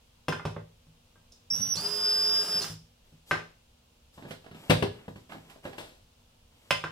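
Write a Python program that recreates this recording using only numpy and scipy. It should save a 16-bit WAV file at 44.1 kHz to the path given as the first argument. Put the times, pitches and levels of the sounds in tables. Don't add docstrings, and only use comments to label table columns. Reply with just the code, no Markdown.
import sys
import numpy as np
from scipy import signal
from scipy.fft import rfft, irfft, next_fast_len
from scipy.io import wavfile
from scipy.ndimage import uniform_filter1d

SR = 44100
rng = np.random.default_rng(int(sys.argv[2]) if len(sys.argv) > 2 else 0)


def put_to_file(sound):
    columns = np.atleast_2d(sound).T
    safe = np.clip(columns, -1, 1)
    whole_steps = np.round(safe * 32767)
    wavfile.write(sys.argv[1], SR, whole_steps.astype(np.int16))


N = 304731
T = np.arange(N) / SR
ABOVE_BASS = signal.butter(2, 260, "highpass", fs=SR, output="sos")

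# (frequency [Hz], level [dB], t60 [s])
FRAME_MODES = [(106.9, 3, 0.17), (162.2, 5.5, 0.21), (254.3, -6.5, .08), (418.7, -7.5, 0.19),
               (567, 6, 0.041), (880, -16.5, 0.023), (1029, -7.5, 0.13), (1195, 13, 0.015),
               (1402, -3.5, 0.12), (1562, 2.5, 0.067), (1760, -5.5, 0.044), (2060, -10.5, 0.097),
               (2587, 1.5, 0.036), (2676, -9.5, 0.05), (3050, -13, 0.1), (3220, -8.5, 0.026),
               (3490, -6, 0.12), (4700, -18, 0.029), (5126, -1, 0.087), (5400, -12, 0.067)]
FRAME_RING_DB = [7.5, -4.5, 4.5, -1.5, -0.5, -10]


def undb(db):
    return 10 ** (np.asarray(db) / 20)


def unit(x):
    return x / np.sqrt(np.mean(x ** 2))


def tone(hz):
    return np.sqrt(2) * np.sin(2 * np.pi * np.cumsum(hz) / SR)


def curves(table, fade_s=.004):
    times, *columns = np.transpose(table)
    gate = np.clip(np.minimum(T - times[0], times[-1] - T) / fade_s + 1, 0, 1)
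    return gate, [np.interp(T, times, column) for column in columns]


def wander(rate_hz):
    hold = int(SR / rate_hz)
    steps = np.repeat(rng.standard_normal(N // hold + 1), hold)
    return unit(uniform_filter1d(uniform_filter1d(steps, hold), hold)[:N])


def noise(colour, size=N):
    hz, db = np.transpose(colour)
    n = next_fast_len(size)
    log_hz = np.log(np.arange(n // 2 + 1) * SR / n + 1)
    gain = undb(np.interp(log_hz, np.log(hz), db, left=-60, right=-60))
    return unit(irfft(rfft(rng.standard_normal(n)) * gain, n)[:size])


def diffuse(colour, size=N):
    side = signal.sosfilt(ABOVE_BASS, signal.sosfilt(ABOVE_BASS, noise(colour, size)))
    return noise(colour, size) + side * np.array([[1], [-1]])


def place(x, pan_db, lag):
    upper = signal.sosfilt(ABOVE_BASS, x)
    ports = np.array([np.roll(upper, int(max(lag, 0))), np.roll(upper, int(max(-lag, 0)))])
    return x - upper + ports * undb(np.array([pan_db, -pan_db]) / 2).reshape(2, -1)


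def room_tone():
    # (frequency [Hz], level [dB])
    ventilation = [(12, -28.5), (22, -5), (36, -11), (60, -8.5), (98, -10.5), (127, -16), (228, -21.5),
                   (301, -27), (434, -29), (472, -24.5), (738, -29.5), (873, -29), (1960, -37.5),
                   (2820, -29.5), (7520, -38.5), (16000, -45.5)]
    # (frequency [Hz], level [dB])
    partials = [(240, -79), (480, -84.5)]
    hum = sum(undb(db + 2 * wander(5.6)) * tone(np.full(N, hz)) for hz, db in partials)
    return undb(-63.5 + .33 * wander(2.2)) * diffuse(ventilation) + hum


def knocks(hits, colour_db, modes, ring_db, lag, crack_s, clatter_db, pivot_band=2):
    # (low edge [Hz], high edge [Hz])
    bands = [(60, 300), (300, 800), (800, 2200), (2200, 4000), (4000, 6500), (6500, 15500)]
    bank = [signal.butter(2, edges, "bandpass", fs=SR, output="sos") for edges in bands]
    octaves = np.log2(np.prod(bands, 1) / np.prod(bands[pivot_band])) / 2
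    clatter_colour = [(70, -4.5), (120, 10.5), (5000, -15.5), (10000, -11), (16000, -20.5)]
    hz, db, t60 = np.transpose(modes)[:, :, None]
    out, t = np.zeros((2, N + SR)), np.arange(SR // 4) / SR
    head = int(.02 * SR)
    for time_s, level_db, weight_db, hardness, knock_hz, pan_db, clatter_s in hits:
        bass_db = weight_db * np.minimum(octaves, 0) / octaves[0]
        band_db = bass_db + hardness * np.maximum(octaves, 0) + colour_db + level_db
        strength, detune = rng.standard_normal((2, len(modes), 1))
        sines = np.sin(2 * np.pi * hz * (1 + .0047 * detune) * t)
        ring = np.sum(undb(db + 3.8 * strength) * sines * np.exp(-np.log(1000) * t / t60), 0)
        decay = np.exp(-t / crack_s) + undb(clatter_db) * np.exp(-t / clatter_s)
        clatter = decay * np.minimum(t / .0018, 1) * noise(clatter_colour, len(t))
        blow = 0
        for sos, part_db, share_db in zip(bank, band_db, ring_db):
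            tones, grit = signal.sosfilt(sos, [ring, clatter])
            part = undb(share_db) * tones / np.std(tones[:head]) + grit / np.std(grit[:head])
            blow = -blow + undb(part_db) * part / np.std(part[:head])
        blow = blow + undb(.5) * signal.lfilter(*signal.iirpeak(knock_hz, Q=2.76, fs=SR), blow)
        start = int(time_s * SR)
        out[:, start:start + len(t)] += place(blow, pan_db, lag)
    return out[:, :N]


def roller_knocks():
    # (time [s], level [dB], weight [dB], hardness [dB/octave], pitch [Hz], pan [dB],
    # clatter decay [s])
    hits = [(.283, -27, 0.5, 2.5, 595, 5.5, 0.0091), (.324, -32, -2, 1, 1500, -2.5, 0.015),
            (.396, -38, -17, -12, 1500, -2, .016), (.452, -35, 9, 2.5, 910, -3, .032),
            (.564, -39.5, 4, -6, 496, -5, 0.016), (1.157, -61, -2, -11, 1180, 1, .012),
            (2.643, -45.5, -9, 8.5, 1680, -8, 0.0166), (3.311, -21.5, -11.5, -0.5, 1460, 2.5, 0.042),
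            (6.707, -20, -13, 3, 2680, -3.5, 0.0052), (6.839, -30.5, -8, -1, 1440, -2.5, 0.032)]
    colour_db = [1.5, -1.5, -0.5, -7, -15.5, -22]
    return knocks(hits, colour_db, FRAME_MODES, FRAME_RING_DB, lag=-1, crack_s=.01, clatter_db=-4.5)


def table_bumps():
    # (time [s], level [dB])
    bumps = [(0.868, -55), (2.699, -39), (3.124, -53)]
    colour_db = [1, -15, -19, -26.5, -21.5, -20.5]
    pitch_hz, clatter_s = 160, .022
    hits = [(time_s, db, 0, 0, pitch_hz, 0, clatter_s) for time_s, db in bumps]
    return knocks(hits, colour_db, FRAME_MODES, FRAME_RING_DB, lag=-1, crack_s=.009, clatter_db=-7)


def drill_ticks():
    # (time [s], level [dB], pan [dB])
    ticks = [(1.32, -51.5, -4), (1.501, -51, -6), (1.755, -32.5, -12.5), (2.617, -30, -2.5)]
    colour_db = [-23, -14, -26, -22, -4, -13.5]
    ring_db = [0, -3, -3, 3, -4.5, -14.5]
    pitch_hz, clatter_s = 5360, .018
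    hits = [(time_s, db, 0, 0, pitch_hz, pan_db, clatter_s) for time_s, db, pan_db in ticks]
    return knocks(hits, colour_db, FRAME_MODES, ring_db, lag=-1, crack_s=.009, clatter_db=-6.5)


def switch_whine():
    # (start [s], let go [s], end [s], first pitch [Hz], settled pitch [Hz],
    # climb [s], creep [Hz/s], sag [Hz], octave level [dB], settling [s])
    squeezes = [(1.504, 1.733, 1.758, 5420, 5815, .035, 3, 600, -55, 0.079),
                (1.771, 2.586, 2.64, 4450, 4990, .042, 84, 767, -55, 0.027)]
    # (time [s], level [dB], pan [dB])
    swells = [(1.5, -36, -1), (1.508, -33, -2), (1.548, -30, -7), (1.605, -36.5, -1), (1.632, -29, -13),
              (1.69, -35, 0), (1.728, -26.5, -9.5), (1.758, -43, -7.5), (1.782, -33.5, -2),
              (1.83, -41.5, -12), (1.864, -27, 7.5), (1.89, -40.5, -8), (1.925, -34, -13.5),
              (2.02, -31, 2.5), (2.05, -26.5, -.5), (2.28, -26, 2), (2.405, -26, -5), (2.445, -36, -8.5),
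              (2.584, -27.5, 1), (2.6, -35, -6), (2.64, -43, -4)]
    ragged_floors_db, cycles_per_turn = (-14, -33), 12
    turning, _ = curves([[1.85], [2.62]], fade_s=.043)
    _, (level_db, pan_db) = curves(swells)
    out = 0
    for squeeze, floor_db in zip(squeezes, ragged_floors_db):
        start, let_go, end, first_hz, settled_hz, climb_s, creep, sag_hz, octave_db, settle_s = squeeze
        gate, _ = curves([[start], [end]], fade_s=.0024)
        t = np.maximum(T - start, 0)
        release = np.clip((T - let_go) / (end - let_go), 0, 1)
        hz = settled_hz - (settled_hz - first_hz) * np.exp(-t / climb_s)
        hz = hz + creep * t - sag_hz * release ** 2
        shaft_hz = hz / cycles_per_turn
        flutter = turning * tone(shaft_hz / 2)
        ragged = .7 * (undb(floor_db) + np.exp(-t / settle_s) + undb(2) * np.sqrt(release))
        whine = tone(hz) * (1 + undb(-41) * flutter + ragged * wander(500))
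        whine += ragged * wander(550) * tone(hz - 250)
        whine += turning * undb(-19 + 2 * wander(40)) * tone(hz + shaft_hz)
        overtones = (1 + .6 * wander(400) + .6 * flutter) * (tone(2 * hz) + undb(-14) * tone(3 * hz))
        out = out + place(gate * undb(level_db) * whine, pan_db, lag=-2)
        out = out + place(gate * undb(octave_db) * overtones, pan_db=-11.5, lag=-1)
    return out, turning * tone(shaft_hz)


def motor_and_gears(shaft_tone):
    # (time [s], fundamental [Hz])
    roller_pitch = [(1.77, 292), (1.85, 298), (1.93, 372), (2.02, 357), (2.2, 381), (2.27, 364), (2.5, 421),
                    (2.572, 365), (2.66, 415)]
    # (multiple, level [dB])
    roller_partials = [(2, -60), (3, -53), (4, -53.5)]
    # (time [s], level [dB])
    running = [(1.5, -61), (1.543, -46.5), (1.74, -50), (1.765, -41.5), (2.265, -39.5), (2.56, -39),
               (2.65, -39.5), (2.723, -48.5), (2.76, -62)]
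    # (frequency [Hz], level [dB])
    gears = [(200, -8), (400, 3), (900, -1.5), (1400, 0), (2200, -8.5), (3000, -1), (4200, -7), (5300, 6),
             (6500, -11)]
    # (frequency [Hz], level [dB])
    brushes = [(3500, -9), (5500, -11.5), (7200, 10), (8500, 1.5), (10000, 9.5), (11500, 1.5), (13500, 0.5),
               (15500, 3)]
    # (time [s], level [dB], decay [s])
    shudders = [(1.52, -46.5, 0.13), (1.6, -37, 0.046), (1.765, -42.5, 0.04), (2.55, -50, 0.034),
                (2.65, -50.5, 0.082)]
    hum = undb(-48.5 + 2 * wander(20)) * shaft_tone
    rolling, (roller_hz,) = curves(roller_pitch, fade_s=.014)
    roller_hz = roller_hz * (1 + .00816 * wander(80))
    for multiple, db in roller_partials:
        hum += rolling * undb(db + 2 * wander(30)) * tone(multiple * roller_hz)
    gate, (run_db,) = curves(running)
    grind = undb(run_db + 1.57 * wander(200)) * noise(gears)
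    hiss = undb(run_db - 7 + wander(300)) * diffuse(brushes) * undb([[-2], [2]])
    shake = gate * undb(run_db - 14.5)
    for time_s, db, decay_s in shudders:
        onset = np.clip((T - time_s) / .012 + 1, 0, 1)
        shake += undb(db) * onset * np.exp(-np.maximum(T - time_s, 0) / decay_s)
    rumble = shake * noise([(60, -36.5), (100, -1), (130, -8.5), (170, 1), (230, -9.5), (320, -9.5)])
    return place(hum + gate * grind + rumble, pan_db=-2.5, lag=1) + gate * hiss


def slides():
    # (time [s], length [s], scrape level [dB], hiss level [dB], swell from start to end [dB])
    rubs = [(3.056, 0.14, -73, -75, -4), (3.282, 0.029, -64.5, -58, 7.5), (4.147, 0.11, -67.5, -62.5, -9),
            (4.294, 0.071, -50, -58, -15), (4.403, 0.098, -67, -75, 0), (4.558, 0.18, -58, -64, 6),
            (4.948, 0.11, -56, -70, -4.5), (5.09, 0.05, -70, -65, -12), (5.17, 0.11, -62, -67, -13),
            (5.31, 0.087, -51.5, -60.5, -9), (5.419, 0.093, -65, -71.5, 6.5), (5.516, 0.13, -67, -69, -10),
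            (5.652, 0.11, -50, -58, -12), (5.788, 0.2, -60, -58, -21), (6.519, 0.2, -74.5, -76.5, 10)]
    scrape_colour = [(150, 1.5), (300, -5.5), (700, -8), (1500, -14), (3500, -10.5)]
    hiss_colour = [(1500, -40.5), (3300, 1), (5500, -5), (6600, -9), (7700, -2), (12000, -6.5),
                   (15500, -14.5)]
    scrape = unit(undb(1.8 * wander(190)) * noise(scrape_colour))
    hiss = unit(undb(.83 * wander(340)) * noise(hiss_colour))
    out = 0
    for time_s, length_s, scrape_db, hiss_db, swell_db in rubs:
        gate, (db,) = curves([(time_s, 0), (time_s + length_s, swell_db)], fade_s=.025)
        out = out + gate * (undb(scrape_db + db) * scrape + undb(hiss_db + db) * hiss)
    return place(out, pan_db=2.8, lag=-7)


def carton_knocks():
    # (time [s], level [dB], weight [dB], hardness [dB/octave], pitch [Hz], pan [dB],
    # clatter decay [s])
    hits = [(4.177, -49, -0.5, -1.5, 900, 4, 0.072), (4.223, -49.5, -4, -1, 279, -7, 0.035),
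            (4.251, -44.5, 0, -3, 278, 2, 0.04), (4.308, -45.5, 0.5, 2.5, 494, -7.5, 0.027),
            (4.441, -56.5, -7, 0.5, 1000, 2, 0.017), (4.462, -51.5, -6, -1, 597, -9, 0.011),
            (4.512, -51.5, 2, 0.5, 197, 2, .024), (4.545, -53, 4, 1, 199, 3.5, 0.022),
            (4.697, -30, 12.5, 3.5, 706, 3, 0.028), (4.704, -22.5, 2, 0.5, 560, 15, 0.011),
            (4.824, -26.5, 0.5, -.5, 397, 10, 0.018), (5.08, -39.5, -2, -4, 202, 6.5, 0.008),
            (5.158, -52, 5, 0.5, 200, -1, .024), (5.295, -54, -8, 0, 1400, -11, 0.03),
            (5.319, -46, -25, 0.5, 1400, -6.5, 0.02), (5.348, -45, -2.5, -5.5, 226, 5, 0.014),
            (5.498, -62, -4, 4, 800, -10.5, 0.071), (5.559, -53.5, -14, -5, 600, 9, .017),
            (5.652, -37.5, -7, -1.5, 500, -2, 0.039), (5.729, -53, -15, 1, 700, -11, .027),
            (5.781, -43.5, -6, 2.5, 596, 6.5, 0.074)]
    colour_db = [1, -3, -5.5, -4, -19, -19]
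    # (frequency [Hz], level [dB], t60 [s])
    modes = [(105, 0, 0.22), (135, -2, 0.16), (160, 2, 0.16), (196.2, 5.5, 0.16), (252, -7, 0.23),
             (305, -6.5, 0.043), (384, 1, 0.02), (505, -10.5, 0.096), (568, -2, 0.045), (660, -2, 0.048),
             (820, -10, 0.057), (1220, -6.5, 0.064), (1681, 8.5, 0.18), (2770, 21.5, 0.019),
             (3200, -24, 0.032)]
    ring_db = [5.5, -3, -9, -5.5, -24.5, -26.5]
    return knocks(hits, colour_db, modes, ring_db, lag=-10, crack_s=.015, clatter_db=-3.5, pivot_band=1)


def room(direct, wet_db):
    # (band centre [Hz], t60 [s])
    decays = [(100, 0.4), (400, 0.3), (1500, 0.2), (5000, 0.38), (12000, 0.15)]
    t, tail = np.arange(int(.8 * SR)) / SR, 0
    wash = diffuse([(40, .00052), (16000, .0041)], len(t))
    for hz, t60 in decays:
        sos = signal.butter(1, [hz / 2, min(hz * 2, 18000)], "bandpass", fs=SR, output="sos")
        tail = tail + signal.sosfilt(sos, wash) * np.exp(-np.log(1000) * t / t60)
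    tail = tail * np.clip((t - .003) / .0079, 0, 1)
    tail = tail / np.sqrt(np.sum(tail ** 2) / 2)
    return direct + undb(wet_db) * signal.fftconvolve(direct.mean(0)[None], tail, axes=1)[:, :N]


def scene():
    whine, shaft_tone = switch_whine()
    frame = undb(-8.5) * (roller_knocks() + drill_ticks() + table_bumps())
    carton = undb(-5) * carton_knocks()
    drill = room(whine, wet_db=-13) + room(undb(-2.5) * motor_and_gears(shaft_tone), wet_db=-5)
    handling = room(frame + carton + slides(), wet_db=-3)
    return drill + handling + room_tone()


def record(dry):
    return signal.sosfilt(signal.ellip(10, .2, 80, 15850, fs=SR, output="sos"), dry)


dry = scene()
out = record(dry)
put_to_file(out)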